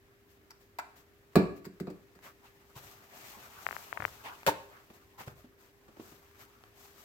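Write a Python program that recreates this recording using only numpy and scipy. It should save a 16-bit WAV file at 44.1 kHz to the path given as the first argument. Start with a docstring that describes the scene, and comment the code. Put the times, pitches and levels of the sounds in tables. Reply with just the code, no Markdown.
"""In a kitchen, a plastic bottle of cleaner is snapped shut and set down beside a glass hob, where it
rocks and settles: the rim rings the shell, the liquid-filled base thuds. A sleeve rustles past the
microphone, static ticks in the left channel, and a paper towel is ripped off its roll in quick jerks
and handled, with soft bumps and flipping creases. An appliance motor hums faintly throughout."""
import sys
import numpy as np
from scipy import signal
from scipy.fft import rfft, irfft
from scipy.io import wavfile

SR = 44100
rng = np.random.default_rng(int(sys.argv[2]) if len(sys.argv) > 2 else 0)


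def materialize(psi):
    """Save the field psi as 16-bit PCM at rate SR to the path in sys.argv[1].

    A 1-D psi becomes a single channel; in a 2-D psi each row is a channel.
    """
    bounded = np.clip(np.atleast_2d(psi).T, -1, 1)
    quanta = np.round(bounded * 32767).astype(np.int16)
    wavfile.write(sys.argv[1], SR, quanta)


N = 310464
TIME_S = np.arange(N) / SR


def from_db(db):
    """Decibels to gain."""
    return 10 ** (np.asarray(db) / 20)


def unit_rms(x):
    """Scale to unit power."""
    return x / np.sqrt(np.mean(x ** 2) + 1e-20)


def pan(left_db):
    """Channel gains for a left-right level difference."""
    return from_db(np.array([[left_db], [-left_db]]) / 2)


def at_hz(points, hz, column=1):
    """Read a table column on a log-frequency axis."""
    table = np.array(points)
    return np.interp(np.log(np.maximum(hz, 1)), np.log(table[:, 0]), table[:, column])


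def drift(rate_hz):
    """Random wander: straight lines between unit-variance knots."""
    knots = rng.standard_normal(N // 40)
    return np.interp(TIME_S * rate_hz, np.arange(len(knots)), knots)


def decay(t, t60_s):
    """Exponential fall, 60 dB in t60_s."""
    return np.exp(-np.log(1000) * t / t60_s)


def add(out, start_s, sound):
    """Mix a sound in at start_s."""
    start = round(start_s * SR)
    part = sound[..., :N - start]
    out[..., start:start + part.shape[-1]] += part


# left-right likeness: (frequency [Hz], correlation [-1..1])
STEREO_CORRELATION = [(120, 0.85), (300, 0.67), (600, 0.63), (1000, 0.2), (1600, -0.23), (3500, -0.037),
                      (14000, 0.028)]


def noise(spectrum, size=N):
    """Coloured stereo noise of rms 1, alike in the bass, unrelated in the treble."""
    hz = np.fft.rfftfreq(size, 1 / SR)
    correlation = at_hz(STEREO_CORRELATION, hz)
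    mid, side = rfft(rng.standard_normal((2, size)))
    stereo = np.sqrt(1 + correlation) * mid + np.sqrt(1 - correlation) * side * [[1], [-1]]
    return unit_rms(irfft(stereo * from_db(at_hz(spectrum, hz)), size))


def burst(spectrum, t60_s):
    """Decaying coloured noise, 0.2 s long."""
    t = TIME_S[:SR // 5]
    return noise(spectrum, size=len(t)) * decay(t, t60_s)


def ring(modes, contact_s, left_lag_s=0, scatter_db=4.5):
    """One blow on (frequency [Hz], level [dB], t60 [s]) modes; longer contact, softer onset."""
    t = TIME_S[:SR // 3]
    stereo_t = t + left_lag_s * np.array([[-0.5], [0.5]])
    out = np.zeros((2, len(t)))
    for hz, db, t60_s in modes:
        gain = from_db(db + scatter_db * rng.standard_normal())
        out += gain * decay(t, t60_s) * np.sin(2 * np.pi * hz * stereo_t)
    return out * (1 - np.exp(-t / contact_s))


# room noise: (frequency [Hz], relative density [dB])
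ROOM_SPECTRUM = [(20, -2.5), (45, -2.5), (100, 0.5), (160, -9), (310, -5), (450, -11), (620, -14),
                 (1100, -27), (1700, -14.5), (3300, -25), (9000, -34.5), (14000, -28.5), (16000, -30.5)]


def appliance(hum_hz=400, waver_hz=2.25, air_width_hz=45, hum_db=-69, air_db=-86, room_db=-64.5):
    """A wavering motor tone in a narrow rush of air, over quiet room noise."""
    phase = 2 * np.pi * np.cumsum(hum_hz + waver_hz * drift(4.1)) / SR
    hum = unit_rms(np.sin(phase))
    air = unit_rms(drift(air_width_hz) * np.sin(phase) + drift(air_width_hz) * np.cos(phase))
    return from_db(hum_db) * hum + from_db(air_db) * air + from_db(room_db) * noise(ROOM_SPECTRUM)


# restless sleeve, louder nearer the microphone: (time [s], level [dB])
SLEEVE_LEVELS = [(0, -75.5), (2.1, -72.5), (2.65, -68), (3.1, -61), (3.75, -55), (4.4, -59.5),
                 (4.85, -66.5), (5.55, -74), (6.25, -66.5), (7.04, -69.5)]
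# cloth or paper strokes: (start [s], length [s], swish [dB], fibre hiss [dB])
SLIDE_STROKES = [(0.274, 0.12, -82, -69.5), (0.587, 0.11, -82, -67.5), (0.949, 0.095, -66, -61.5),
                 (1.554, 0.054, -68.5, -63), (2.217, 0.12, -54, -56.5), (2.418, 0.1, -65, -68.5),
                 (2.749, 0.08, -52, -52), (2.79, 0.23, -60, -55), (3.107, 0.24, -59, -55.5),
                 (3.232, 0.18, -62.5, -52.5), (3.361, 0.23, -58.5, -58.5), (3.556, 0.33, -70, -56),
                 (3.71, 0.23, -59, -53.5), (4, 0.25, -75, -56.5), (4.23, 0.13, -45.5, -71),
                 (4.69, 0.15, -57.5, -81), (4.923, 0.083, -63.5, -62), (5.174, 0.095, -47.5, -52.5),
                 (5.243, 0.11, -59, -60.5), (5.344, 0.13, -64.5, -64), (5.573, 0.16, -69, -64.5),
                 (5.961, 0.31, -65.5, -59), (6.367, .14, -63, -59), (6.734, 0.3, -64.5, -58.5),
                 (6.929, 0.26, -65, -58.5)]


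def sliding_gains(sleeve_hiss_db=-2, rise_share=0.24, fall_share=0.64):
    """Swish and hiss gains: strokes speed up, hold and ease off, adding power to the sleeve's stir."""
    sleeve = from_db(np.interp(TIME_S, *np.transpose(SLEEVE_LEVELS)))
    swish_power = sleeve ** 2
    hiss_power = (sleeve * from_db(sleeve_hiss_db)) ** 2
    for start_s, length_s, swish_db, hiss_db in SLIDE_STROKES:
        progress = (TIME_S - start_s) / length_s
        speed = np.clip(np.minimum(progress / rise_share, (1 - progress) / fall_share), 0, 1)
        swish_power += (from_db(swish_db) * speed) ** 2
        hiss_power += (from_db(hiss_db) * speed) ** 2
    return np.sqrt(swish_power), np.sqrt(hiss_power)


def shifting_folds(x, depth_db=3.5, rate_hz=34):
    """Shifting folds favour one band, then another."""
    hz, spectrum = np.fft.rfftfreq(N, 1 / SR), rfft(x)
    edges_hz = [0, *np.geomspace(500, 2500, 5), SR]
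    out = np.zeros((2, N))
    for low, high in zip(edges_hz, edges_hz[1:]):
        band = irfft(spectrum * (hz >= low) * (hz < high), N)
        out += band * from_db(depth_db * drift(rate_hz))
    return out


# sliding cloth or paper, and its fibres: (frequency [Hz], relative density [dB])
SWISH_SPECTRUM = [(30, -14), (80, -1.5), (170, -6), (350, -10), (700, 0.5), (1200, 2.5), (1800, -3.5),
                  (2700, -6.5), (4000, -15), (8000, -26)]
HISS_SPECTRUM = [(1500, 2), (3500, 0), (6500, 0), (8000, -2), (9600, -9), (12000, 0), (14500, 2),
                 (16000, -6)]


def rustle():
    """Cloth and paper slide with a swish and a hiss; catching fibres make both grainy."""
    swish_gain, hiss_gain = sliding_gains()
    grain_db = drift(70) + drift(900)
    swish = swish_gain * from_db(1.3 * grain_db) * shifting_folds(noise(SWISH_SPECTRUM))
    hiss = hiss_gain * from_db(grain_db) * noise(HISS_SPECTRUM)
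    return swish * pan(0.51) + hiss * pan(4.9)


# flip cap eased over, then snapped shut: (time [s], relative body level [dB], latch [dB], crack [dB])
CAP_CLICKS = [(0.504, -62, -67, -57), (0.507, -75, -45, -48.5), (.514, -51, -47, -54),
              (.7865, -34.5, -60, -35.5), (0.7898, -29, -45.5, -47), (0.7959, -36, -58, -41)]
# cap with the air under it, and its thin latch: (frequency [Hz], level [dB], t60 [s])
CAP_MODES = [(432, -20, 0.023), (780, 0, 0.02), (884, 2.5, 0.031), (1090, -5, 0.019), (1358, -1.5, 0.043),
             (1614, -3.5, 0.02), (2074, -3, 0.022)]
LATCH_MODES = [(3904, -9, .006), (4905, 2.5, 0.0095), (5430, 0, .014), (5860, -1, 0.0076)]
# dense damped lid modes, and the crack of plastic: (frequency [Hz], relative density [dB])
LID_SPECTRUM = [(60, -44), (380, -14.5), (600, -8.5), (800, 2), (1200, -4), (1650, -8), (2100, -8),
                (2700, -14), (6000, -39)]
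CRACK_SPECTRUM = [(50, -31), (300, -34), (900, 6), (2000, 6.5), (3100, -8), (4800, 1.5), (6000, -9.5),
                  (7700, -3), (9800, -15.5), (13000, -4.5), (16000, -7.5)]


def cap_snap(cap_db=-4.5, lid_db=-5):
    """The lid clicks over its latch and seats with a hollow clack."""
    out = np.zeros((2, N))
    for time_s, body_db, latch_db, crack_db in CAP_CLICKS:
        cap = from_db(body_db + cap_db) * ring(CAP_MODES, contact_s=0.00069, left_lag_s=-0.00018)
        lid = from_db(body_db + lid_db) * burst(LID_SPECTRUM, t60_s=0.035)
        latch = from_db(latch_db) * ring(LATCH_MODES, contact_s=0.00037, left_lag_s=0.00004)
        crack = from_db(crack_db) * burst(CRACK_SPECTRUM, t60_s=0.034)
        for part in (cap, lid, latch * pan(2.8), crack * pan(2.6)):
            add(out, time_s, part)
    return out


# bottle meets worktop: (time [s], base thud [dB], shell ring [dB], rim crack [dB])
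BOTTLE_KNOCKS = [(1.333, -85, -82, -62), (1.356, -9, -24, -27), (1.645, -70, -70, -53),
                 (1.652, -64, -81, -45), (1.6596, -37.5, -79, -53), (1.8004, -30, -57, -44.5),
                 (1.870, -33, -47.5, -60), (1.901, -49, -76, -52.5), (2.153, -55.5, -74.5, -59)]
# shell, and liquid-filled base on the worktop: (frequency [Hz], level [dB], t60 [s])
SHELL_MODES = [(570, -3, 0.063), (696, 1, 0.12), (720, -10, 0.17), (1012, -10.5, 0.028), (1143, -2, .06),
               (1211, 2.5, 0.051), (1362, -2, .06), (1688, -5, 0.045), (2403, -14, .08), (2477, -6, 0.028),
               (4030, -17, 0.13), (4450, -30, .06), (4920, -23, .07)]
BASE_MODES = [(69.4, -17.5, 0.12), (107, -16, 0.14), (180, 2.5, 0.12), (204, -6.5, 0.19),
              (291.5, -3.5, 0.1), (355, 4, 0.045), (377.5, 1.5, 0.071), (455, -15.5, .11)]
# dense damped wall modes: (frequency [Hz], relative density [dB])
WALL_SPECTRUM = [(35, -25), (150, -7), (400, 13.5), (750, 4.5), (1250, -3.5), (1900, -17.5), (2430, -4.5),
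                 (3100, -23.5), (4300, -13.5), (6500, -34)]


def bottle_knocks(base_delay_s=0.00612, wall_db=2.5):
    """The rim touches first, ringing shell and wall; the heavy base lands a moment later."""
    out = np.zeros((2, N))
    for time_s, base_db, shell_db, crack_db in BOTTLE_KNOCKS:
        crack = from_db(crack_db) * burst(CRACK_SPECTRUM, t60_s=0.066)
        shell = from_db(shell_db) * ring(SHELL_MODES, contact_s=0.0022, left_lag_s=1e-4, scatter_db=2.5)
        wall = from_db(shell_db + wall_db) * burst(WALL_SPECTRUM, t60_s=0.22)
        base = from_db(base_db) * ring(BASE_MODES, contact_s=0.0043, left_lag_s=1.9e-4, scatter_db=1.5)
        for part in (crack * pan(2.7), shell, wall * pan(0.73)):
            add(out, time_s, part)
        add(out, time_s + base_delay_s, base * pan(-1.2))
    return out


# soft low thumps, the first from the rocking bottle, the rest from hand and paper:
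# (time [s], thump [dB], thump pitch [Hz], relative puff level [dB])
SOFT_BUMPS = [(1.901, -38, 305, -54), (2.762, -40, 125, -51), (3.368, -48.5, 192, -53),
              (3.998, -40, 102, -43.5), (4.026, -41, 90, -44.5), (4.053, -43, 109, -50),
              (4.903, -54, 346, -50.5), (5.274, -34.5, 120, -43.5), (5.443, -43.5, 248, -55),
              (5.88, -69, 387, -51), (5.967, -51, 346, -51.5), (5.996, -40, 323, -45),
              (6.119, -68, 310, -49.5)]
# dull puff: (frequency [Hz], relative density [dB])
PUFF_SPECTRUM = [(25, -16), (80, 4), (250, 11.5), (700, 5), (1200, -1), (2200, -9.5), (5000, -15),
                 (16000, -30)]


def soft_bumps(puff_rise_s=0.0017, puff_boost_db=2):
    """Soft contacts: a damped thump and a dull puff that starts gently."""
    out = np.zeros((2, N))
    for time_s, thump_db, thump_hz, puff_db in SOFT_BUMPS:
        puff = burst(PUFF_SPECTRUM, t60_s=0.083)
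        puff *= 1 - np.exp(-TIME_S[:puff.shape[1]] / puff_rise_s)
        thump = ring([(thump_hz, thump_db, 0.07)], contact_s=0.00074, scatter_db=0.5)
        add(out, time_s, thump)
        add(out, time_s, from_db(puff_db + puff_boost_db) * puff)
    return out


# paper creases flipping over: (time [s], level [dB])
CREASE_FLIPS = [(2.19, -50), (4.432, -42.5), (4.902, -52), (5.281, -37.5), (6.312, -53), (6.638, -43)]


def crease_ticks():
    """Each flipping crease is a short tick with the colour of sliding paper."""
    out = np.zeros((2, N))
    for time_s, db in CREASE_FLIPS:
        add(out, time_s, from_db(db) * burst(SWISH_SPECTRUM, t60_s=0.013))
    return out


# static discharges: (time [s], peak [dB])
DISCHARGES = [(3.6661, -10), (3.6887, -18.6), (3.7099, -19.5), (3.7274, -21.5), (3.7657, -19),
              (3.9279, -16), (3.974, -17), (3.9772, -25.4), (4.0032, -19.5), (4.006, -24), (4.0226, -18.5),
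              (4.0267, -22.5), (4.0413, -24), (4.0515, -7.5), (4.0804, -30.5)]


def static_ticks(low_cut_hz=780, full_scale_cutoff_hz=2400, dulling_per_db=0.009, right_leak_db=-36):
    """Each discharge is one short dry swing in the left channel, wider and duller the weaker it is."""
    highpass = signal.butter(2, low_cut_hz, "high", fs=SR, output="sos")
    kick = signal.sosfilt(highpass, signal.unit_impulse(SR // 50))
    out = np.zeros(N)
    for time_s, peak_db in DISCHARGES:
        cutoff_hz = full_scale_cutoff_hz * np.exp(dulling_per_db * peak_db)
        swing = signal.sosfilt(signal.butter(6, cutoff_hz, fs=SR, output="sos"), kick)
        add(out, time_s, -from_db(peak_db) * swing / np.abs(swing).max())
    return out * from_db([[0], [right_leak_db]])


# perforation giving way: (time [s], roll [dB], tearing fibres [dB])
RIP_JERKS = [(4.465, -42, -23), (4.472, -27.5, -21.5), (4.4775, -27, -26.5), (4.485, -22.5, -27),
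             (4.4923, -34, -28.5)]
# paper roll and holder: (frequency [Hz], level [dB], t60 [s])
ROLL_MODES = [(121, -11, 0.072), (189, 1, 0.038), (301.8, -15, 0.19), (410.5, -21.5, 0.23),
              (555, -5, 0.035), (642, -5, .045), (784, 7, 0.018), (892, 5.5, 0.038), (1388, -2, 0.06),
              (1710, -3.5, 0.068)]
# tearing fibres: (frequency [Hz], relative density [dB])
TEAR_SPECTRUM = [(25, -23), (120, -15), (500, 3.5), (1800, -4), (3000, -8), (7500, -15), (9700, -20.5),
                 (12500, -11.5), (16000, -16.5)]


def towel_rip(push_hz=650, push_db=9):
    """Each jerk snaps a run of fibres, gives one sharp push of air and sets the roll ringing."""
    out = np.zeros((2, N))
    for time_s, roll_db, fibres_db in RIP_JERKS:
        roll = ring(ROLL_MODES, contact_s=0.0015, left_lag_s=-0.00024, scatter_db=3)
        push = ring([(push_hz, push_db, 0.01)], contact_s=0.00041, left_lag_s=-0.00015)
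        snap = burst(TEAR_SPECTRUM, t60_s=0.016)
        tail = from_db(-3) * burst(TEAR_SPECTRUM, t60_s=0.088)
        add(out, time_s, from_db(roll_db) * (roll * pan(0.91) + push * pan(1.5)))
        add(out, time_s, from_db(fibres_db) * (snap + tail) * pan(3.5))
    return out


# kitchen echo: (frequency [Hz], t60 [s], relative level [dB])
ECHO_BANDS = [(90, 0.63, -7.5), (177, 0.4, -10), (353, 0.6, -7), (805, 0.45, -6), (2020, 0.49, -1.5),
              (4500, 0.48, -7.5), (8000, 0.42, -7), (15000, 0.3, -15)]


def kitchen_echo(x, build_s=0.0017, build_cycles=1.8):
    """Diffuse echo in half-octave bands; the bass builds slowest, the treble dies first."""
    t, hz = TIME_S[:SR], np.fft.rfftfreq(SR, 1 / SR)
    white = rfft(noise([(1, 0), (SR, 0)], size=SR))
    edges_hz = np.geomspace(45, 17000, 18)
    response = np.zeros((2, SR))
    for low, high in zip(edges_hz, edges_hz[1:]):
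        centre_hz = np.sqrt(low * high)
        swell = 1 - np.exp(-t / (build_s + build_cycles / centre_hz))
        fade = decay(t, at_hz(ECHO_BANDS, centre_hz))
        band = irfft(white * (hz >= low) * (hz < high), SR) * swell * fade
        unity_gain_band = unit_rms(band) * np.sqrt(2 * (high - low)) / SR
        response += unity_gain_band * from_db(at_hz(ECHO_BANDS, centre_hz, column=2))
    return signal.fftconvolve(x.mean(axis=0, keepdims=True), response, axes=1)[:, :N]


def scene():
    """Handling sounds with their kitchen echo, plus dry rustle, static and hum."""
    knocks, snaps, rip = bottle_knocks(), cap_snap(), towel_rip()
    soft = soft_bumps() + crease_ticks()
    echo = kitchen_echo(knocks + from_db(-0.5) * snaps + from_db(-4) * rip + soft)
    return knocks + snaps + rip + soft + echo + rustle() + static_ticks() + appliance()


def record(dry, low_cut_hz=42, high_cut_hz=16200):
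    """The small microphone loses the deep bass; the top is cut steeply."""
    highpass = signal.butter(2, low_cut_hz, "high", fs=SR, output="sos")
    lowpass = signal.ellip(10, 0.2, 80, high_cut_hz, fs=SR, output="sos")
    return signal.sosfilt(lowpass, signal.sosfilt(highpass, dry))


dry = scene()
out = record(dry)
materialize(out)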